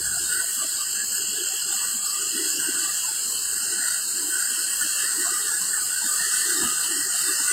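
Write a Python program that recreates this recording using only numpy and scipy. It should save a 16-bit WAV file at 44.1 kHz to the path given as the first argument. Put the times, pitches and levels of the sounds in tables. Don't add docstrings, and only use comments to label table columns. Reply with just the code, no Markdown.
import sys
import numpy as np
from scipy import signal
from scipy.fft import rfft, irfft
from scipy.io import wavfile
from scipy.ndimage import uniform_filter1d, map_coordinates

SR = 44100
rng = np.random.default_rng(int(sys.argv[2]) if len(sys.argv) > 2 else 0)


def magnitude_from_level(level_db):
    exponent = np.asarray(level_db, float) / 20
    return 10 ** exponent


def put_to_file(sound):
    columns = np.atleast_2d(sound).T
    safe = np.clip(columns, -1, 1)
    whole_steps = np.round(safe * 32767)
    wavfile.write(sys.argv[1], SR, whole_steps.astype(np.int16))


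N = 331632
FRAME = 1024
SEAM_HZ = 7501


def unit(x):
    return x / np.sqrt(np.mean(np.abs(x) ** 2) + 1e-20)


def along(points, hz):
    f, v = np.transpose(points)
    return np.interp(np.log(hz + 1), np.log(f + 1), v)


def blur(field, bins, frames):
    return np.abs(uniform_filter1d(uniform_filter1d(field, bins, 0), frames, 1))


def frames_of(x):
    return signal.stft(x, SR, nperseg=FRAME, noverlap=FRAME * 3 // 4)


def sound_of(z):
    return signal.istft(z, SR, nperseg=FRAME, noverlap=FRAME * 3 // 4)[1][:N]


def cut(z, holes):
    gain = blur(np.where(holes, magnitude_from_level(-30), 1), 3, 4) ** 2
    return sound_of(z * gain)


def wobble(t, rate_hz):
    knots = rng.standard_normal(int(N * rate_hz / SR) + 4)
    return map_coordinates(knots, [t * rate_hz], mode="nearest")


def coloured(x, spectrum):
    gain = magnitude_from_level(along(spectrum, np.fft.rfftfreq(N, 1 / SR)))
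    return unit(irfft(rfft(x) * gain, N))


def rush(spectrum, patchy_db, size=4):
    z = frames_of(rng.standard_normal(N))[2]
    field = blur(blur(rng.standard_normal(z.shape) + 50, size, 9), size, 9)
    patches = magnitude_from_level(patchy_db * unit(field - field.mean()))
    return coloured(sound_of(z * patches), spectrum)


def level_db(t, mean_db, per_churn, per_splash, broad=False):
    # start_s, strength_db
    churn_points = [(0.0, -48.5), (0.29, -39.5), (0.33, -29.5), (0.52, -43.5), (1.59, -47), (1.88, -37.5),
                    (2.03, -56.5), (2.28, -38.5), (3.37, -42.5), (3.94, -35.5), (4.08, -48), (4.36, -35.5),
                    (5.74, -35.5), (5.82, -47.5), (5.9, -35.5), (6.3, -28), (6.83, -34.5), (7.52, -29.5)]
    # start_s, strength_db
    splash_points = [(0.0, -46.5), (0.75, -41), (0.79, -42), (0.98, -41.5), (1.38, -40), (1.42, -39.5),
                     (2.83, -41.5), (2.97, -41.5), (3.33, -43.5), (4.73, -43.5), (5.03, -39), (5.17, -47.5),
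                     (5.19, -43), (5.74, -45.5), (6.35, -41), (7.01, -43), (7.39, -43), (7.52, -43.5)]
    grid_s = np.arange(0, N / SR + .01, .01)
    drive = 0
    for points, weight in ((churn_points, per_churn), (splash_points, per_splash)):
        s, db = np.transpose(points)
        drive = drive + weight * np.interp(grid_s, s, db - db.mean())
    drive = uniform_filter1d(drive, 50 if broad else 1)
    swing_db = 0.5 if broad else 2.0
    return mean_db + np.interp(t, grid_s, drive + swing_db * wobble(grid_s, 14))


def layer(spectrum, mean_db, per_churn, per_splash, patchy_db, size=4, broad=False):
    t = np.arange(N) / SR
    return magnitude_from_level(level_db(t, mean_db, per_churn, per_splash, broad)) * rush(spectrum, patchy_db, size)


def roar():
    # hz, level_db
    roar_spectrum = [(25, -41), (70, -4), (200, -1), (400, 1.5), (520, -5), (1000, -1), (1300, 5),
                     (1950, -13), (2060, -29), (2120, -120)]
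    return layer(roar_spectrum, -49.5, 0.13, .01, patchy_db=3.0, size=2, broad=True)


def surges():
    # hz, level_db
    surge_spectrum = [(1300, -120), (1340, -2), (1430, 6.5), (1500, 9), (1640, 4.5), (1720, 6),
                      (1760, -120)]
    # hz, level_db
    upper_spectrum = [(1600, -120), (1650, -33), (1720, -8), (1920, -6.5), (2040, -18.5), (2120, -120)]
    lower = layer(surge_spectrum, -40.5, 0.53, 0.03, patchy_db=4.5, size=3)
    return lower + layer(upper_spectrum, -47, 0.91, 0.03, patchy_db=4.5, size=3)


def splashes():
    # hz, level_db
    splash_spectrum = [(2450, -120), (2540, -13.5), (2640, 1), (2750, 5), (3000, 5), (3250, 0), (3400, -49),
                       (3480, -120)]
    return layer(splash_spectrum, -42, 0.16, 1.6, patchy_db=2.5)


def spray():
    # hz, level_db
    spray_spectrum = [(3780, -120), (3850, -6.5), (4000, -5), (4170, 3.5), (4950, 3.5), (5200, 3),
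                      (5420, -75), (5980, -65), (6100, -15), (6330, 6), (6520, -4.5), (6750, 5),
                      (7380, 11.5), (7600, -6)]
    return layer(spray_spectrum, -29, 0.12, 0.4, patchy_db=1.56, size=8, broad=True)


def valleys():
    # hz, level_db
    trough_spectrum = [(1980, -120), (2030, 0), (2090, -3), (2135, -13), (2200, 0), (2400, 0), (2480, -9),
                       (2560, -120)]
    # hz, level_db
    lower_gap_spectrum = [(3150, -120), (3250, 1.5), (3500, -6.5), (3750, 2), (3950, -26), (4050, -120)]
    # hz, level_db
    upper_gap_spectrum = [(5050, -120), (5150, -3), (5300, -0.5), (5460, 1.5), (5620, 2), (5880, -5),
                          (6050, 6.5), (6200, -3), (6300, -120)]
    trough = layer(trough_spectrum, -59, .05, 0, patchy_db=2.2, size=1, broad=True)
    lower_gap = layer(lower_gap_spectrum, -46.5, -0.02, 1, patchy_db=4.5, size=3)
    upper_gap = layer(upper_gap_spectrum, -45, 0.6, 0.56, patchy_db=5, size=3, broad=True)
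    return trough + lower_gap + upper_gap


def notched(x):
    # start_s, centre_hz, width_hz
    notch = [(0.0, 3760, 330), (.3, 3460, 157), (.55, 3760, 90), (.86, 3540, 326), (1.2, 3600, 495),
             (1.5, 3700, 360), (1.85, 3620, 370), (2.2, 3610, 291), (2.7, 3700, 256), (2.9, 3700, 30),
             (3.15, 3600, 289), (3.62, 3560, 478), (3.95, 3440, 294), (4.3, 3490, 324), (4.6, 3600, 260),
             (5.06, 3507, 372), (5.42, 3520, 174), (5.5, 3380, -160)]
    # centre_s, centre_hz, width_hz, length_s
    dropouts = [(.43, 5750, 520, .17), (.62, 5550, 300, .08), (.96, 5940, 200, .2), (1.2, 5570, 350, .08),
                (1.33, 5980, 200, .15), (1.7, 5820, 200, .2), (2.0, 5750, 750, .09),
                (3.053, 5780, 200, .15), (3.65, 5840, 250, .4), (4.55, 5760, 300, .1),
                (5.42, 5950, 150, .2), (5.8, 6000, 150, .12), (6.9, 5850, 150, .25), (7.0, 3770, 240, .22),
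                (2.593, 2330, 450, .18), (6.62, 2280, 400, .62), (4.28, 5600, 250, .08),
                (5.8, 3700, 230, .25), (7.1, 3400, 200, .3), (7.33, 3280, 200, .3), (6.62, 3400, 130, .2),
                (5.6, 3300, 120, .2), (6.2, 3750, 120, .2), (6.3, 5900, 120, .25), (7.3, 3800, 120, .2)]
    # centre_s, length_s
    bridged = [(1.347, 0.033), (1.737, 0.048), (3.407, 0.016), (5.147, 0.032)]
    ragged_hz, hold_s = 22, .07
    hz, t, z = frames_of(x)
    t = (t // hold_s + .5) * hold_s
    s, centre_hz, width_hz = np.transpose(notch)
    open_share = 1 - sum(np.exp(-((t - when) / length) ** 4) for when, length in bridged)
    half_hz = np.interp(t, s, width_hz) / 2 * open_share + 55 + ragged_hz * wobble(t, 6)
    middle_hz = np.interp(t, s, centre_hz) + ragged_hz * wobble(t, 5)
    inside = np.abs(hz[:, None] - middle_hz) < half_hz
    for when, middle, span, length in dropouts:
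        inside |= np.outer(np.abs(hz - middle) < span / 2, np.abs(t - when) < length / 2)
    return cut(z, inside)


def river():
    return notched(roar() + surges() + splashes() + spray() + valleys())


def wind():
    # hz, level_db
    port = [(20, -19), (50, -7.5), (70, 2), (100, -6), (160, 0), (220, -120)]
    # centre_s, over_breeze_db, length_s
    gusts = [(0.0, 22, 0.37), (2.63, 5, .1), (3.503, 10, 0.081), (6.64, 18, 0.051)]
    t = np.arange(N) / SR
    gust_db = sum(db * np.exp(-((t - s) / length) ** 2) for s, db, length in gusts)
    breeze_db = -68.5
    return magnitude_from_level(breeze_db + gust_db) * rush(port, patchy_db=-1.5, size=2)


def pockets():
    # centre_s, pitch_hz, level_db, length_s
    deep_gulps = [(0.0, 363, -40, .04), (.226, 344, -45.5, 0.066), (.374, 379, -46, 0.071),
                  (.639, 325, -45.5, 0.064), (1.219, 375, -46.5, 0.081), (1.403, 390, -41, 0.098),
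                  (1.693, 377, -46.5, 0.065), (1.956, 244, -45, 0.058), (2.24, 365, -46.5, 0.13),
                  (2.353, 270, -37.5, .043), (2.414, 345, -36.5, 0.13), (2.581, 328, -41, 0.09),
                  (2.693, 322, -33, 0.044), (2.795, 327, -44.5, .13), (3.713, 370, -44.5, .11),
                  (4.238, 343, -43.5, 0.15), (4.374, 377, -47, .035), (4.597, 350, -47, .034),
                  (4.851, 282, -42.5, .041), (5.045, 364, -45.5, .036), (5.207, 331, -38.5, 0.076),
                  (5.324, 374, -43.5, 0.064), (5.462, 389, -49, 0.09), (6.056, 255, -41.5, .04),
                  (6.276, 408, -46.5, 0.05), (6.5, 366, -40.5, 0.095), (6.605, 337, -36, 0.13),
                  (6.649, 245, -36.5, 0.087), (6.94, 322, -39.5, 0.12), (7.282, 349, -39.5, 0.093)]
    # centre_s, pitch_hz, level_db
    small_glugs = [(.169, 724, -44), (.431, 664, -47), (.58, 233, -49), (.635, 643, -43), (1.299, 199, -48),
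                   (1.527, 763, -46), (1.736, 793, -44), (1.828, 965, -45.5), (2.607, 190, -47),
                   (2.648, 953, -48), (3.052, 1010, -42), (3.094, 866, -43), (5.267, 1090, -37),
                   (3.83, 703, -50), (3.884, 980, -49), (4.232, 980, -50), (5.05, 550, -52),
                   (5.278, 726, -40.5), (5.527, 906, -47.5), (5.635, 1086, -45), (6.037, 900, -42.5),
                   (6.2, 970, -49), (6.635, 970, -41.5), (6.641, 766, -45), (6.849, 980, -46),
                   (7.078, 352, -44.5), (7.156, 710, -45.5), (7.39, 910, -45), (7.413, 300, -46),
                   (7.52, 406, -45)]
    # centre_s, level_db, length_s
    slap_events = [(.61, -38.5, 0.067), (.813, -39, .059), (1.843, -46.5, 0.26), (2.113, -40, 0.14),
                   (2.252, -47, 0.13), (2.759, -46.5, .071), (2.868, -41, 0.12), (4.955, -48.5, 0.26),
                   (5.267, -42, 0.062), (5.33, -39.5, 0.19), (5.486, -42, 0.054), (5.806, -42.5, 0.097),
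                   (6.13, -37.5, 0.1), (6.298, -43.5, 0.13), (6.467, -46.5, 0.29), (6.565, -44, .045),
                   (6.683, -35, 0.13), (6.842, -48, 0.27), (7.175, -47.5, 0.36), (7.3, -38, .042),
                   (7.483, -43, 0.17)]
    glug_s, slap_hz, slap_spread = 0.054, 1215, .05
    glugs = [(*row, glug_s) for row in small_glugs]
    slaps = []
    for s, db, length in slap_events:
        pitch_hz = slap_hz * (1 + slap_spread * rng.uniform(-0.986, 1))
        slaps.append((s, pitch_hz, db, length))
    low_hz, high_hz = 180, 1150
    strays = []
    for a, b, c in rng.random((90, 3)):
        strays.append((a * N / SR, low_hz * (high_hz / low_hz) ** b, -56 + 6 * c, glug_s))
    return [*deep_gulps, *glugs, *slaps, *strays]


def gulps():
    out = np.zeros(N + 2 * SR)
    t = np.arange(-SR // 5, SR // 5) / SR
    place = [(t - t[0]) * 125]
    for s, hz, db, length in pockets():
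        re, im = rng.standard_normal((2, 80))
        swell = magnitude_from_level(-5 * (2 * t / np.maximum(length - .025, .025)) ** 2)
        flutter = map_coordinates(re, place) + 1j * map_coordinates(im, place)
        burst = swell * np.real(flutter * np.exp(2j * np.pi * hz * t))
        burst *= np.linalg.norm(swell) / np.linalg.norm(burst)
        out[round(s * SR) + SR * 4 // 5:][:len(t)] += magnitude_from_level(db) * burst
    return out[SR:SR + N]


def starved(x, masked_db=-15, quiet_db=-88):
    hz, _, z = frames_of(x)
    power = np.abs(z) ** 2
    around = blur(power, 40, 8)
    masking = around ** .25 * around.mean(axis=1, keepdims=True) ** .75
    limit = masking * magnitude_from_level(2 * masked_db) + magnitude_from_level(2 * quiet_db)
    weak = (blur(power, 1, 13) < limit) & (hz[:, None] > 2000)
    return cut(z, weak)


def copied_up(low):
    spectrum = rfft(low)
    start, step = round(740 * N / SR), round(6761 * N / SR)
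    copy = np.zeros_like(spectrum)
    for k in (1, 2):
        copy[start + k * step:start + (k + 1) * step] = spectrum[start:start + step]
    return irfft(copy, N)


def rebuilt_treble(low, flatten=0.67):
    # hz, level_db
    treble = [(7500, 3.5), (7800, -1.5), (8230, 1.5), (8650, -2.5), (8850, 8), (9300, 1), (9900, 4.5),
              (10300, -4), (10900, -8), (11900, -6.5), (12700, -10), (13900, -10), (14400, -7),
              (15700, -16.5)]
    # hz, level_db
    hiss = [(7500, -10), (7700, -22), (8950, -13), (9200, -24), (10300, -30), (11000, -24), (12600, -17),
            (14200, -12), (14400, -3), (15350, -2), (15550, 4)]
    # centre_hz, width_hz, level_db
    ridges = [(7870, 120, 4), (8200, 125, -0.5), (7750, 230, -0.5)]
    hz, t, z = frames_of(copied_up(low))
    power = np.abs(z) ** 2
    wide_tile = np.abs(hz[:, None] - 10100) < 1300
    tiles = np.where(wide_tile, blur(power, 20, 8), blur(power, 7, 8)) + 1e-12
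    z = unit(z / tiles ** (flatten / 2))
    z = z + magnitude_from_level(along(hiss, hz))[:, None] * unit(frames_of(rng.standard_normal(N))[2])

    peak_db = level_db(t, -29.5, 0.0346, 0.017, broad=True)
    shoulder_db = level_db(t, -15, 0.45, -0.98, broad=True)
    shoulder_db = shoulder_db - 8 * np.exp(-((t - 1.43) / 0.43) ** 4)
    air_db = level_db(t, -8.5, 0.083, 0.06, broad=True)
    air_db = air_db + .85 * map_coordinates(rng.standard_normal(160), [t * 20])
    zones_hz = 8310, 9650, 10700, 10100
    shoulder = np.interp(hz, zones_hz, (0, 1, 1, 0))[:, None] * shoulder_db
    air = np.interp(hz, zones_hz, (0, 0, 0, 1))[:, None] * air_db

    crest_db = sum(db / (1 + (2 * (hz - c) / w) ** 2) for c, w, db in ridges)
    shape = magnitude_from_level(along(treble, hz) + crest_db) * (hz > SEAM_HZ) * (hz < 15780)
    return sound_of(z * shape[:, None] * magnitude_from_level(peak_db + shoulder + air - 15.5))


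def scene():
    return (river() + gulps() + wind())[None]


def low_pass(x):
    return signal.sosfilt(signal.butter(12, 15970, fs=SR, output="sos"), x)


def record(dry):
    below_seam = np.fft.rfftfreq(N, 1 / SR) < SEAM_HZ
    low = irfft(rfft(starved(dry[0])) * below_seam, N)
    mix = (low + rebuilt_treble(low))[None]
    return low_pass(mix)


dry = scene()
out = record(dry)
put_to_file(out)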